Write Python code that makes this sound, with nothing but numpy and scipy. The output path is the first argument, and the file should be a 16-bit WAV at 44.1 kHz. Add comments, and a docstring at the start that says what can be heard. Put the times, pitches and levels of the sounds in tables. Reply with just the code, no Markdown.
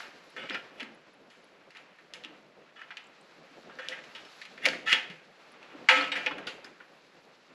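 """Jaws of a hand seamer tick, knock and snap as they bend the tab of a long, thin sheet-metal trim.
Each blow is filtered noise plus many ringing modes of the sheet; single notes stand out as decaying tones.
Spans of dense random clicks drive the modes: scrapes, creaks and rough rattle between the late blows.
Low thumps and faint high ticks are short bursts; an echo follows the metal; hands and clothes rustle
as flickering noise over a quiet room. A head-worn microphone shapes the bass and notches the treble."""
import sys
import numpy as np
from scipy import signal
from scipy.fft import rfft, irfft
from scipy.io import wavfile
from scipy.ndimage import uniform_filter1d

SR = 44100
rng = np.random.default_rng(int(sys.argv[2]) if len(sys.argv) > 2 else 0)


def pcm_store(signal):
    """Save signal as 16-bit PCM."""
    levels = np.round(np.clip(np.atleast_2d(signal), -1, 1) * 32767)
    wavfile.write(sys.argv[1], SR, levels.astype(np.int16).T)


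N = 332501  # length in samples

# Ticks, knocks and snaps of the jaws, before the echo and the microphone.
# Each row: start in seconds, peak of the crack in dB, pitch of the crack in Hz,
# time in seconds for the crack's push to fall 60 dB, then, in dB against the crack, the sheet's ring,
# the base in seconds for how fast the grip damps that ring, and, again in dB against the crack,
# the low ring and the brightness (level of the ping).
BLOWS = [(0.0044, -30.5, 1506, 0.0336, -14.5, 1, -41.5, -25.5),
         (0.3643, -33, 1730, 0.079, -4, 0.187, 2.5, -12.5),
         (0.4978, -24.5, 3200, 0.0364, -30.5, 0.234, -21.5, -30),
         (0.5071, -23, 1760, 0.0166, -12.5, 0.336, -22, -41.5),
         (0.5455, -23.5, 2120, 0.0234, -0.5, 0.094, -30.5, -29),
         (0.7987, -30.5, 2150, 0.0078, 1, 0.1345, -10, -21.5),
         (0.805, -28, 2900, 0.0097, -16.5, 0.17, -40.5, -21.5),
         (0.83, -31, 1674, 0.0137, -17, 0.536, -22.5, -8.5), (1.3013, -55, 3280, 0.038, -1.5, 1, -20, 2),
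         (1.706, -43.5, 2090, 0.038, -10.5, 0.29, -18.5, -4.5),
         (1.7497, -42.5, 1840, 0.042, -3, 0.345, -26.5, -12.5),
         (1.7704, -38.5, 2530, 0.023, -13.5, 0.4, -31.5, -4.5),
         (1.9861, -44.5, 1680, 0.066, -11, 0.215, -27, -12),
         (2.137, -28, 3090, 0.0144, -12.5, 0.27, -21.5, -3.5),
         (2.2376, -32.5, 2930, 0.0224, -5, 0.093, -20.5, -31),
         (2.248, -29, 2893, 0.0255, -14.5, 0.174, -33, -28),
         (2.7903, -46, 1370, .026, -6.5, 0.257, -20, -30),
         (2.816, -34, 1850, 0.063, -29.5, 0.34, -25.5, -31.5),
         (2.9056, -33.5, 1650, 0.051, -2.5, 0.136, -18, -35.5),
         (2.97, -29.5, 2685, 0.042, -15, 0.336, -48, -20),
         (3.6966, -42.5, 1340, 0.055, -10.5, 0.86, -13, -19),
         (3.7876, -34.5, 1520, 0.103, -4, 0.264, 1.5, -13),
         (3.8862, -19, 3265, 0.0089, -19.5, 0.362, -15, -8.5),
         (3.918, -42, 1900, 0.031, 6, .23, -16.5, -24), (4.0386, -41, 2320, 0.0215, -8, 0.22, -21.5, -4.5),
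         (4.15, -32.5, 2956, 0.149, -8, 0.382, -33.5, -17.5),
         (4.251, -44, 2820, 0.028, -9.5, .3, -31.5, -6), (4.4157, -34, 2123, 0.088, -20, 0.62, -35, -5),
         (4.4529, -35.5, 2380, 0.027, -10.5, .19, -36.5, -7),
         (4.5778, -38, 1830, 0.038, -10.5, 0.28, -10, -11),
         (4.6552, -12, 2134, 0.0168, -19.5, 0.58, -22.5, -4.5),
         (4.6602, -8, 2444, 0.038, -15, 0.133, -6, -11), (4.6868, -18.5, 1750, 0.018, -38.5, 1, -51, -4),
         (4.7332, -25.5, 1850, 0.062, -23, 0.52, -16, -18.5),
         (4.9287, -4.5, 2500, 0.028, -17.5, 0.379, -30.5, -19),
         (5.0996, -36, 2250, 0.116, -13, 1, -27.5, -10),
         (5.6285, -42.5, 2560, 0.031, -17.5, 0.21, -39, -12.5),
         (5.8875, -4, 2000, 0.071, -9, 0.492, -30.5, -18), (5.8963, -13.5, 1450, 0.0092, -17, 1, -9.5, -24),
         (6.0104, -20, 1315, 0.012, -6.5, 0.238, -6, -28.5),
         (6.1184, -21.5, 2590, 0.055, -1, 0.155, -9.5, -42),
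         (6.1558, -23, 1930, 0.132, -6.5, 0.58, -17.5, -14),
         (6.2626, -17, 2300, 0.0384, -4.5, 0.117, -3, -53.5),
         (6.3101, -29.5, 1304, 0.062, -2.5, 0.124, -5, -36), (6.3817, -38.5, 1490, 0.04, 6, 0.073, -27, -5),
         (6.4696, -29, 2875, 0.13, -8.5, 0.44, -11.5, -4.5),
         (6.6452, -43, 1610, 0.0294, -3.5, 0.315, -19.5, 6),
         (6.8025, -39.5, 1550, 0.135, -15, 0.24, -32, -34.5)]
PING_HZ, PING_SPREAD = 4220, 0.0547  # bright ring of the jaws; random share by which ping and tick pitch vary
TICK_HZ, TICK_DB = 10800, -16.5  # middle pitch of the very high tick; its level against the ping
BOOM_DB = -15  # lowest modes of the trim against the low ring
SIZZLE_HZ, SIZZLE_SHARE = 6000, 0.493  # a brighter blow lifts modes above this pitch, dB per dB


def hits(t, modes, mode_hz, mode_db):
    """Each blow: a pitched crack, a higher ping and tick, then the sheet rings, damped by the grip."""
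    out = np.zeros(N)
    boom = mode_hz < 400
    hum = (mode_hz > 400) & (mode_hz < 700)
    strong = np.arange(len(mode_hz)) < len(STRONG_MODES)
    for start, db, hz, crack_t60, ring_db, ring_t60, low_db, bright_db in BLOWS:
        noise = rng.standard_normal((3, len(t)))
        chance = rng.standard_normal((2, len(mode_hz)))
        ping_hz, tick_hz = np.array([PING_HZ, TICK_HZ]) * (1 + PING_SPREAD * rng.standard_normal(2))

        crack = burst(noise[0], t, crack_t60, hz, 0.5 * hz)
        ping = burst(noise[1], t, crack_t60, ping_hz, 0.4 * ping_hz)
        ping_tail = burst(noise[1], t, 0.42 * ring_t60, ping_hz, 0.8 * ping_hz)
        bright = ping + undb(-13) * ping_tail + undb(TICK_DB) * tick(noise[2], t, tick_hz)

        # another spot is struck each time: new strengths and phases, most near the crack's own pitch
        octaves_away = np.abs(np.log2(mode_hz / hz))
        share_db = ring_db + np.where(strong, 1.5, 3.0) * chance[0]
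        share_db = share_db - np.where(strong, 3.0, 6.0) * octaves_away
        share_db = share_db + SIZZLE_SHARE * (bright_db + 14.5) * (mode_hz > SIZZLE_HZ)
        # the lowest modes follow how the trim is held, not the spot struck
        share_db = np.where(hum, low_db - mode_db[hum].max(), share_db)
        share_db = np.where(boom, low_db + BOOM_DB - mode_db[boom].max(), share_db)
        ring = strike(modes, mode_db + share_db, chance[1]) * fade(t, 0.9 * ring_t60)

        add(out, undb(db) * (crack + ring + undb(bright_db) * bright), start)
    return out


# Strong modes (natural tones) of the sheet, before a blow or a span of clicks weights and damps them.
# Each row: pitch in Hz, level in dB, time in seconds to fall 60 dB when left free.
STRONG_MODES = [(250, -26, .5), (286, -18, .6), (516, -9, .9), (531, -17, .5), (640, -19, .3),
                (860, -10, .42), (917, -10, .35), (1039, -16, .47), (1303, -6, .33), (1443, -18, .6),
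                (1604, -16, .47), (1755, -14, .4), (1850, -9, .55), (1897, -12, .4), (1993, -11, .4),
                (2113, -14, .4), (2168, -15, .49), (2381, -10, .37), (2447, -11, .5), (2659, -14, .5),
                (2859, -11, .45), (2948, -9, .44), (3074, -19, .3), (3182, -18, .5), (3381, -8, .4),
                (3596, -21, .6), (3755, -23, .6), (4151, -24, .42), (4285, -21, .42)]
# Outline of the many lesser modes, before all of them are lowered together.
# Each row: pitch in Hz, level in dB.
LESSER_MODES = [(600, -3.5), (1100, -15), (1500, -2.5), (2000, -3), (2900, -3.5), (3550, -9.5), (3800, -11),
                (5500, -13), (7800, -17.5), (13000, -23)]


def sheet_modes(t):
    """The strong modes of the sheet, then a crowd of lesser ones: rings, pitches in Hz, levels in dB."""
    hz, db, t60 = np.transpose(STRONG_MODES)
    chance = rng.random((480, 2))
    crowd_hz = 700 + 12500 * chance[:, 0] ** 2  # crowded towards the low end
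    crowd_t60 = 2.28 + 0.336 * chance[:, 1]
    outline_hz, outline_db = np.transpose(LESSER_MODES)
    crowd_db = np.interp(np.log(crowd_hz), np.log(outline_hz), outline_db) - 17
    hz = np.append(hz, crowd_hz)
    rings = ringing(hz, np.append(t60, crowd_t60), t)
    return rings.astype(np.complex64), hz, np.append(db, crowd_db)


def ringing(hz, t60, t):
    """Free rings, one row a mode; low modes build up late, as bending waves crawl along the trim."""
    hz, t60 = hz[:, None], t60[:, None]
    build_up = 1 - np.exp(-t * hz / 14)
    return build_up * fade(t, t60) * np.exp(2j * np.pi * hz * t)


def strike(modes, db, phase):
    """All modes sounding together, each with its level and starting phase (radians are twice phase)."""
    weights = undb(db) * np.exp(2j * phase)
    return np.imag(weights.astype(np.complex64) @ modes)


def burst(noise, t, t60, hz, width_hz):
    """A first touch, then a short rattle of contact, through a steep resonance; peak 1."""
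    push = noise * fade(t, t60) + 6.64 * (t == 0)
    x = band(band(push, hz, width_hz), hz, width_hz)
    return x / np.abs(x).max()


def tick(noise, t, hz):
    """A very high, short tick: a burst whose push falls 60 dB in about 0.03 s; peak 1."""
    return burst(noise, t, 0.0297, hz, 0.18 * hz)


# Single notes that stand out of a blow or a span of clicks, rung by the jaws or the bent tab.
# Each row: start in seconds, level in dB before swell and rattle, pitch in Hz, seconds to fall 60 dB.
STANDOUT_NOTES = [(.37, -49, 3423, 0.44), (.37, -51.5, 2830, .4), (.528, -41, 5040, 0.059),
                  (.55, -33.5, 1396, 0.142), (3.92, -31.5, 1967, 0.087), (4.25, -51.5, 5297, .085),
                  (4.655, -9.5, 2018, 0.0165), (4.686, -16.5, 4535, 0.013), (4.866, -33.5, 1334, 0.253),
                  (4.89, -56.5, 4300, 0.22), (4.89, -57, 7230, 0.23), (4.925, -24.5, 3340, 0.202),
                  (4.95, -51.5, 5300, 0.177), (5.889, -19.5, 1300, 0.452), (5.889, -28.5, 904.3, 0.303),
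                  (5.96, -39, 285.9, 0.597), (6.01, -27.5, 4315, 0.032), (6.12, -48.5, 7866, 0.14),
                  (6.12, -30.5, 3734, .07), (6.265, -27, 2589, 0.051), (6.265, -35, 855.3, 0.172),
                  (6.29, -42.5, 290.3, 0.33), (6.471, -27, 1430, 0.048), (6.47, -39, 4670, 0.109),
                  (6.47, -45, 2990, 0.126), (6.645, -49.5, 5140, 0.093)]
NOTE_RISE_CYCLES, NOTE_RATTLE_DB = 5.2, -8.5  # a note swells over some cycles; contact noise roughens it


def notes(t):
    """Each note is one mode ringing freely, with a little rattle at its pitch."""
    out = np.zeros(N)
    for start, db, hz, t60 in STANDOUT_NOTES:
        swell = 1 - np.exp(-t * hz / NOTE_RISE_CYCLES)
        clear = swell * fade(t, t60) * np.sin(2 * np.pi * hz * t)
        rattle = burst(rng.standard_normal(len(t)), t, t60, hz, 0.12 * hz)
        add(out, undb(db) * (clear + undb(NOTE_RATTLE_DB) * rattle), start)
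    return out


# Spans of dense clicks: scrapes, and rough rattle between the late blows.
# Each row: start in seconds, end in seconds, average level at the start in dB, the same at the end in dB,
# centre pitch in Hz.
CLICK_SPANS = [(0.373, 0.469, -40.5, -46.5, 1715), (0.486, 0.599, -43.5, -48, 2250),
               (0.769, 0.848, -49.5, -61.5, 2460), (2.756, 2.843, -50.5, -55.5, 1393),
               (3.796, 3.989, -48.5, -48, 1694), (4.593, 4.656, -61, -25, 2080),
               (4.854, 4.886, -40, -23.5, 1610), (4.887, 4.933, -27.5, -19, 2190),
               (5.949, 6.103, -26, -45, 2303), (6.143, 6.254, -52, -48.5, 2200),
               (6.264, 6.358, -47, -60, 2150)]
CLICKS_PER_S = 1600  # average number of tiny clicks a second


def scrapes_and_rattle(t, modes, mode_hz, mode_db):
    """Dense, uneven clicks drive the gripped sheet, whose modes ring briefly after each one."""
    out = np.zeros(N)
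    for start, end, start_db, end_db, hz in CLICK_SPANS:
        count = int((end - start) * SR)
        clicking = rng.random(count) < CLICKS_PER_S / SR
        clicks = clicking * rng.standard_normal(count) * undb(np.linspace(start_db, end_db, count))

        chance = rng.standard_normal((2, len(mode_hz)))
        octaves_away = np.abs(np.log2(mode_hz / hz))
        share_db = mode_db + 2.42 * chance[0] - np.where(mode_hz < hz, 16, 8) * octaves_away
        body = strike(modes, share_db, chance[1]) * fade(t, 0.0632)  # the grip damps it quickly
        body_level = np.sqrt(np.sum(body ** 2) * CLICKS_PER_S / SR)
        add(out, signal.fftconvolve(clicks, body) / body_level, start)
    return out


# Dull low thumps, many under a blow.
# Each row: start in seconds, peak in dB, pitch in Hz, seconds for the push to fall 60 dB.
LOW_THUMPS = [(0.497, -39, 297, 0.091), (0.821, -44, 273.4, 0.195), (2.252, -50.5, 293, 0.374),
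              (3.507, -57, 269, 0.142), (4.662, -25.5, 567.8, 0.0804), (4.688, -42.5, 272, 0.17),
              (4.926, -40, 292, 0.143), (5.097, -47.5, 177, 0.062), (5.748, -45.5, 297, 0.064),
              (6.647, -52, 329, 0.13)]


def thumps(t):
    """Each thump is a burst of contact noise through a low resonance."""
    out = np.zeros(N)
    for start, db, hz, t60 in LOW_THUMPS:
        add(out, undb(db) * burst(rng.standard_normal(len(t)), t, t60, hz, 0.44 * hz), start)
    return out


# Faint, very high ticks heard without a blow.
# Each row: start in seconds, peak in dB, pitch in Hz.
LONE_TICKS = [(0.3022, -54.5, 10140), (0.399, -59, 10200), (0.9463, -60, 10100), (1.1365, -65, 10250),
              (1.4426, -60.5, 10200), (3.042, -54.5, 7430), (3.0693, -52.5, 7570), (3.2114, -51, 8410),
              (4.6344, -53.5, 10500), (5.5199, -55, 10100), (6.1655, -49, 10800)]


def lone_ticks(t):
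    """Each tick is a short burst of noise through a very high resonance."""
    out = np.zeros(N)
    for start, db, hz in LONE_TICKS:
        add(out, undb(db) * tick(rng.standard_normal(len(t)), t, hz), start)
    return out


# Rustle of hands, tool and clothes together with the quiet room; levels glide from row to row.
# Each row: time in seconds, middle level in dB, bass level in dB, treble level in dB.
RUSTLE_LEVELS = [(0, -47.5, -53, -50), (.14, -61, -63.5, -63.5), (.55, -55.5, -53.5, -62.5),
                 (1.05, -63.5, -63.5, -70.5), (2.05, -62, -65.5, -69.5), (2.3, -60, -59.5, -67),
                 (2.52, -65.5, -64, -72), (2.92, -58.5, -65.5, -68.5), (3.25, -62, -64, -66.5),
                 (4.01, -56, -57.5, -63), (4.4, -57.5, -65.5, -58), (4.75, -62, -48, -69),
                 (5.28, -63.5, -66.5, -67.5), (5.47, -58, -63, -66.5), (5.8, -55, -57, -64.5),
                 (6.42, -51, -50.5, -65), (6.8, -62, -65.5, -67.5), (7.54, -63.5, -64, -68)]
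# Colour of the rustle, before each range is set to its own level.
# Each row: pitch in Hz, relative strength of the noise there in dB.
RUSTLE_SPECTRUM = [(20, -17.5), (100, -9.5), (170, -6.5), (550, 0), (950, -5.5), (1300, -3.5), (2600, -5.5),
                   (7000, -28.5), (10000, -26), (14000, -13)]
AIR_DB, AIR_SWING = -76, 1.1  # top range when the treble stands at -66.5 dB; its dB per dB of treble


def rustle():
    """Soft friction noise in four ranges; each flickers, and fine grains roughen it."""
    s, middle_db, bass_db, treble_db = np.transpose(RUSTLE_LEVELS)
    air_db = AIR_DB + AIR_SWING * (treble_db + 66.5)
    levels_db = (bass_db, middle_db, treble_db, air_db)
    flickers_db = (3.38, 1.3, 1.38, 2.5)
    edges_hz = (10, 800, 3800, 7800, 15000)
    out = 0
    for db, flicker_db, lo_hz, hi_hz in zip(levels_db, flickers_db, edges_hz, edges_hz[1:]):
        grains = undb(2.0 * rng.exponential(size=N) + flicker_db * walk(30))
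        noise = colour(rng.standard_normal(N) * grains, RUSTLE_SPECTRUM)
        range_filter = signal.butter(3, (lo_hz, hi_hz), "bandpass", fs=SR, output="sos")
        noise = signal.sosfilt(range_filter, noise)
        out = out + unit(noise) * undb(np.interp(np.arange(N) / SR, s, db))
    return out


ROOM_T60_S, ROOM_DB = 0.463, -15  # seconds for the echo to fall 60 dB; its overall gain


def room(x):
    """Diffuse echo of the workshop, duller than the direct sound."""
    t = np.arange(SR // 2) / SR
    tail = colour(rng.standard_normal(len(t)), [(100, 3.5), (3000, -2), (12000, -9)])  # (Hz, dB)
    tail = tail * fade(t, ROOM_T60_S) * (t > 0.008)  # nothing returns in the first 8 ms
    return undb(ROOM_DB) * signal.fftconvolve(x, tail / np.sqrt(np.sum(tail ** 2)))[:N]


def undb(db):
    """Gain of a level in dB."""
    return 10 ** (np.asarray(db) / 20)


def unit(x):
    """Scaled to an average (rms) level of 1."""
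    return x / np.sqrt(np.mean(x ** 2))


def fade(t, t60):
    """Decay of 60 dB in t60 seconds, never shorter than 4 ms."""
    return np.exp(-np.log(1000) * t / np.maximum(t60, 0.004))


def colour(x, points):
    """Shapes x by a spectrum drawn through (Hz, dB) points."""
    hz, db = np.transpose(points)
    f = np.maximum(np.arange(len(x) // 2 + 1) * SR / len(x), 1)
    gain = undb(np.interp(np.log(f), np.log(hz), db))
    return irfft(rfft(x) * gain, len(x))


def band(x, hz, width_hz):
    """Two-pole resonance."""
    return signal.lfilter(*signal.iirpeak(hz, hz / width_hz, SR), x)


def walk(rate):
    """Random levels, rate of them a second, joined by smooth slopes; spread a little under 1."""
    k = int(SR / rate)
    steps = np.repeat(rng.standard_normal(N // k + 1), k)
    return uniform_filter1d(steps, k)[:N]


def add(out, x, s):
    """Mixes x into out from time s in seconds."""
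    i = max(int(s * SR), 0)
    out[i:i + len(x)] += x[:len(out) - i]


def scene():
    """Metal work with its echo, over the rustle."""
    t = np.arange(SR // 2) / SR  # each blow, note or tick lasts at most half a second
    sheet = sheet_modes(t)
    work = hits(t, *sheet) + scrapes_and_rattle(t, *sheet) + notes(t) + thumps(t) + lone_ticks(t)
    return (work + room(work) + rustle())[None]


# Response of the microphone.
# Each row: pitch in Hz, gain in dB.
MIC_RESPONSE = [(20, -2.5), (105, -10), (150, 5), (7800, -2), (8700, -9.5), (9080, -19), (9450, -5),
                (10300, 0), (11200, -0.5), (12200, -19), (13200, -13), (14200, -40.5)]
TOP_HZ = 13900  # the steep top cut begins here


def record(dry):
    """The bass dips around 100 Hz, lifts at 150 Hz, and a band of treble is notched; the top is cut."""
    top_cut = signal.ellip(8, 0.2, 70, TOP_HZ, fs=SR, output="sos")
    return signal.sosfilt(top_cut, colour(dry[0], MIC_RESPONSE))[None]


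dry = scene()
out = record(dry)
pcm_store(out)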